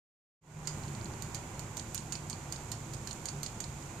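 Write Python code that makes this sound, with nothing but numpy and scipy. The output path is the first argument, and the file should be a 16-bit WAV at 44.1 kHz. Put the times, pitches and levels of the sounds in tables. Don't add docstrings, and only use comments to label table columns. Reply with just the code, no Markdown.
import sys
import numpy as np
from scipy import signal
from scipy.fft import rfft, irfft, next_fast_len
from scipy.io import wavfile
from scipy.ndimage import map_coordinates

SR = 44100
rng = np.random.default_rng(int(sys.argv[2]) if len(sys.argv) > 2 else 0)


def to_wav(s):
    ch = np.atleast_2d(s).T
    pcm = np.round(np.clip(ch, -1, 1) * 32767)
    wavfile.write(sys.argv[1], SR, pcm.astype(np.int16))


def gain_from_db(level_db):
    decades = np.asarray(level_db, float) / 20
    return 10 ** decades


N = 176400


def along(points, hz):
    point_hz, value = np.transpose(points)
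    return np.interp(np.log(hz + 1), np.log(point_hz + 1), value)


def curves(rows):
    time_s, *columns = np.transpose(rows)
    return [np.interp(np.arange(N) / SR, time_s, column) for column in columns]


def wobble(rate_hz, size=N):
    knots = rng.standard_normal(int(size * rate_hz / SR) + 4)
    return map_coordinates(knots, [np.arange(size) * rate_hz / SR])


def filtered(x, response):
    size = next_fast_len(N + SR // 2)
    spectrum = rfft(x, size) * response(np.fft.rfftfreq(size, 1 / SR))
    return irfft(spectrum, size)[..., :N]


def ringing(peaks):
    def response(f):
        total = 0
        for k, (hz, width_hz, level_db) in enumerate(peaks):
            damping = 1j * f * width_hz
            total = total + (-1) ** k * gain_from_db(level_db) * damping / (hz * hz - f * f + damping)
        return total
    return response


# pitch_hz, correlation [0-1]
PORT_LIKENESS = [(130, 0.99), (290, 0.94), (550, 0.58), (900, 0.91), (1400, 0.067), (3100, 0.25),
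                 (7000, 0.035)]
# pitch_hz, left_over_right_db
PORT_TILT = [(130, -2), (290, -0.5), (640, -1), (1400, -4), (4000, -6), (5500, -8), (7000, -22.5),
             (10000, -5)]


def paired(response):
    def mid_side(hz):
        angle = np.arccos(np.clip(along(PORT_LIKENESS, hz), -1, 1)) / 2
        return response(hz) * [np.cos(angle), np.sin(angle)]

    def tilt(hz):
        return gain_from_db(np.outer([.5, -.5], along(PORT_TILT, hz)))

    mid, side = filtered(rng.standard_normal((2, N)), mid_side)
    pair = filtered(np.array([mid + side, mid - side]), tilt)
    return pair / np.sqrt(np.mean(pair.mean(0) ** 2))


# time_s, level_db
TRAFFIC = [(0.7, -43), (0.8, -42.5), (1.55, -43), (1.81, -44.5), (2.09, -43.5), (2.45, -44), (3.7, -45),
           (4.0, -44.5)]
# pitch_hz, level_db (per Hz)
RUMBLE = [(20, -12), (36, -20), (60, -5), (130, -0.5), (167, -5), (275, -12), (333, -12), (600, -30.5),
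          (1300, -120)]
TYRES = [(260, -16), (450, -3), (589, -3), (976, -1), (1290, -7), (1420, -5), (1720, -10), (2390, -9),
         (3600, -23), (4680, -86), (7920, -120)]
AIR = [(1880, -19), (3200, -8), (5570, -8.5), (7010, -3.5), (9490, -12.5), (11600, -17), (14000, -16),
       (14900, -18), (15400, -58)]
# pitch_hz, width_hz, level_db
DRONES = [(113.8, 9.1, -55), (223.4, 14.6, -60), (331, 14.4, -61.5), (392.5, 25, -63.5),
          (529.6, 8.2, -69.5), (737, 22, -70), (1183, 5.6, -75), (1463, 4.8, -75.5)]


def street():
    tyres_db, air_db, swell_db = -8.5, -11, .5
    level_db, = curves(TRAFFIC)
    rumble = gain_from_db(-2.5 + 0.87 * wobble(5.7)) * paired(lambda hz: gain_from_db(along(RUMBLE, hz)))
    tyres = gain_from_db(tyres_db + swell_db * wobble(5.1)) * paired(lambda hz: gain_from_db(along(TYRES, hz)))
    air_level = gain_from_db(level_db.mean() + air_db + swell_db * wobble(8))
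    air = air_level * paired(lambda hz: gain_from_db(along(AIR, hz)))
    drones = 0
    for pitch_hz, width_hz, drone_db in DRONES:
        drone = paired(lambda hz: 1 / (1 + ((hz - pitch_hz) / width_hz * 2) ** 2))
        drones = drones + gain_from_db(drone_db) * drone
    return gain_from_db(level_db) * (rumble + tyres) + air + drones


# time_s, pitch_hz, level_db
ENGINE = [(0.55, 151.7, -43.5), (0.57, 152.9, -40.5), (0.7, 149.7, -46), (0.95, 142.2, -47.5),
          (1.11, 151.2, -113), (1.3, 153, -57), (1.45, 141.1, -56.5), (1.79, 150, -55), (2.28, 146.8, -48),
          (2.41, 138.8, -52.5), (2.68, 145.1, -60), (2.8, 140.2, -53), (2.98, 139.3, -44.5),
          (3.11, 145.2, -75), (3.38, 144.1, -41.5), (3.54, 154.8, -73), (3.62, 146, -53),
          (4.0, 139.2, -51.5)]


def engine():
    pitch_hz, level_db = curves(ENGINE)
    tone = gain_from_db(level_db) * np.sin(2 * np.pi * np.cumsum(pitch_hz) / SR)
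    hum_level = gain_from_db(-59.5 + 1.1 * wobble(3.83))
    hum_hz = 48.1 + 0.54 * wobble(3.4)
    hum = hum_level * np.sin(2 * np.pi * np.cumsum(hum_hz) / SR)
    return np.sqrt(2) * gain_from_db([[-.9], [.9]]) * (tone + hum)


# pitch_hz, t60_s
BALCONY = [(2000, .16), (7000, 0.25), (14000, 0.023)]


def balcony_tail(size):
    pitch_hz, time_s, bins = signal.stft(rng.standard_normal((2, size)), SR, nperseg=128)
    decay = gain_from_db(-60 * time_s / along(BALCONY, pitch_hz)[:, None])
    tail = signal.istft(bins * decay, SR, nperseg=128)[1][:, :size]
    return np.roll(tail / np.linalg.norm(tail[0]), SR // 300, axis=1)


RATTLE_T60_S = (0.034, 0.064, 0.011, 0.015)
LEFT_DB = (-11.5, -15.5, -22, -4)
BALCONY_DB = (-9.5, -10, -9, 3)


def contact(ring_db, clink_db, short, size):
    neck_db, tube_db, ball_db, cage_db = 1, 8.5, 2.5, -9.5
    crack, crack_s = (0.88, 0.59, .4, 0.42), .0012
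    rise_s, lump_db, ports_alike = .0007, 3.5, 0.47
    t = np.arange(size) / SR
    shared = rng.standard_normal((4, 1, size))
    own = rng.standard_normal((4, 2, size))
    noise = np.sqrt(ports_alike) * shared + np.sqrt(1 - ports_alike) * own
    lumps = gain_from_db(lump_db * wobble(910, size=size)) * (1 - np.exp(-t / rise_s))
    tail = balcony_tail(size)
    part_db = (neck_db, tube_db + ring_db, ball_db + clink_db, cage_db / short)
    heard = np.zeros((4, 2, size))
    for part in range(4):
        shape = lumps * gain_from_db(-60 * t / (short * RATTLE_T60_S[part]))
        rattle = noise[part] * shape / np.linalg.norm(shape)
        rattle[:, round(crack_s * SR)] += crack[part]
        echo = signal.fftconvolve(rattle[1:], tail, axes=1)[:, :size]
        both = rattle + short * gain_from_db(BALCONY_DB[part]) * echo
        heard[part] = gain_from_db(part_db[part]) * gain_from_db([[LEFT_DB[part]], [0]]) * both
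    return heard


# start_s, peak_db, tube_ring_db and bright_clink_db (over the peak)
KNOCKS = [(0.6718, -27.5, -3, -20), (1.2215, -38, -1.5, -11), (1.3453, -33.5, -2, -13),
          (1.593, -39.5, -1, -11), (1.7686, -34.5, 0, -10), (1.9453, -32, -0.5, -6.5),
          (2.1222, -31.5, -0.5, -19), (2.2977, -36.5, 1, -12), (2.5226, -33, -3, -14),
          (2.7159, -32, -3.5, -13), (2.9345, -37.5, -3.5, -17.5), (3.0716, -34, -3.5, -18),
          (3.255, -34.5, -1, -10), (3.4304, -30.5, -1.5, -13.5), (3.6022, -33, -1, -14)]
# start_s, peak_db, tube_ring_db (over the peak)
DROPS = [
    (1.7945, -33.5, -6),
    (1.9766, -31, -5.5),
    (2.153, -32, -9.5),
    (2.3288, -33.5, -10.5),
    (2.5595, -39, -6.5),
    (3.109, -33.5, -6.5),
    (3.285, -31.5, -4),
    (3.461, -30.5, -6.5),
    (3.6396, -34, -8),
]
# start_s, peak_db
TOUCHES = [(0.5107, -114), (0.6542, -45), (0.7736, -51), (0.8353, -44.5), (0.8798, -46), (0.949, -37.5),
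           (1.0114, -43.5), (1.056, -41.5), (1.1363, -44.5), (1.8916, -62), (3.8247, -46)]
# start_s, peak_db
GRAZES = [
    (1.044, -37),
    (2.9445, -38),
    (3.1291, -30.5),
]
# pitch_hz, width_hz, level_db
NECK = [(2000, 1200, -19), (3100, 550, -10), (4330, 540, 0), (5300, 1100, -6)]
TUBE = [(6358, 650, -2), (7170, 400, 1.5), (8220, 150, -3), (8580, 320, -5), (9480, 2100, -19)]
BALL = [(9560, 3600, -2.5), (12600, 340, 7.5), (13230, 1230, 2), (14700, 1300, -26)]
CAGE = [(2200, 3100, -4), (5100, 6400, -7), (8950, 3000, -18)]


def spout():
    # start_s, peak_db, ring_db, clink_db, rattle length over a knock's
    contacts = [(*row, 1) for row in KNOCKS]
    contacts += [(s, db, ring_db, -35, .75) for s, db, ring_db in DROPS]
    contacts += [(s, db, -11, -32, .35) for s, db in TOUCHES]
    contacts += [(s, db - 18, 18 - 8.5, -11, .2) for s, db in GRAZES]
    size = SR // 4
    drive = np.zeros((4, 2, N + 2 * size))
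    for start_s, peak_db, ring_db, clink_db, short in contacts:
        start = round(start_s * SR)
        drive[:, :, start:start + size] += gain_from_db(peak_db + 29) * contact(ring_db, clink_db, short, size)
    parts = zip(drive, (NECK, TUBE, BALL, CAGE))
    neck, tube, ball, cage = (filtered(d[:, :N], ringing(peaks)) for d, peaks in parts)
    soft = signal.butter(4, 11100, fs=SR, output="sos")
    return ball + signal.sosfilt(soft, neck + tube + cage)


def scene():
    return street() + engine() + spout()


def low_pass(x):
    return signal.sosfilt(signal.butter(12, 16400, fs=SR, output="sos"), x)


def record(dry):
    fade_from_s, fade_s, fade_bend = 0.41, 0.3, 1.035
    edge_hz, above_edge_db = 14450, -24
    fade = np.clip((np.arange(N) / SR - fade_from_s) / fade_s, 0, 1) ** fade_bend
    limited = filtered(dry * fade, lambda hz: gain_from_db(above_edge_db * np.clip((hz - edge_hz) / 150, 0, 1)))
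    finished = limited * (fade > 0)
    return low_pass(finished)


dry = scene()
out = record(dry)
to_wav(out)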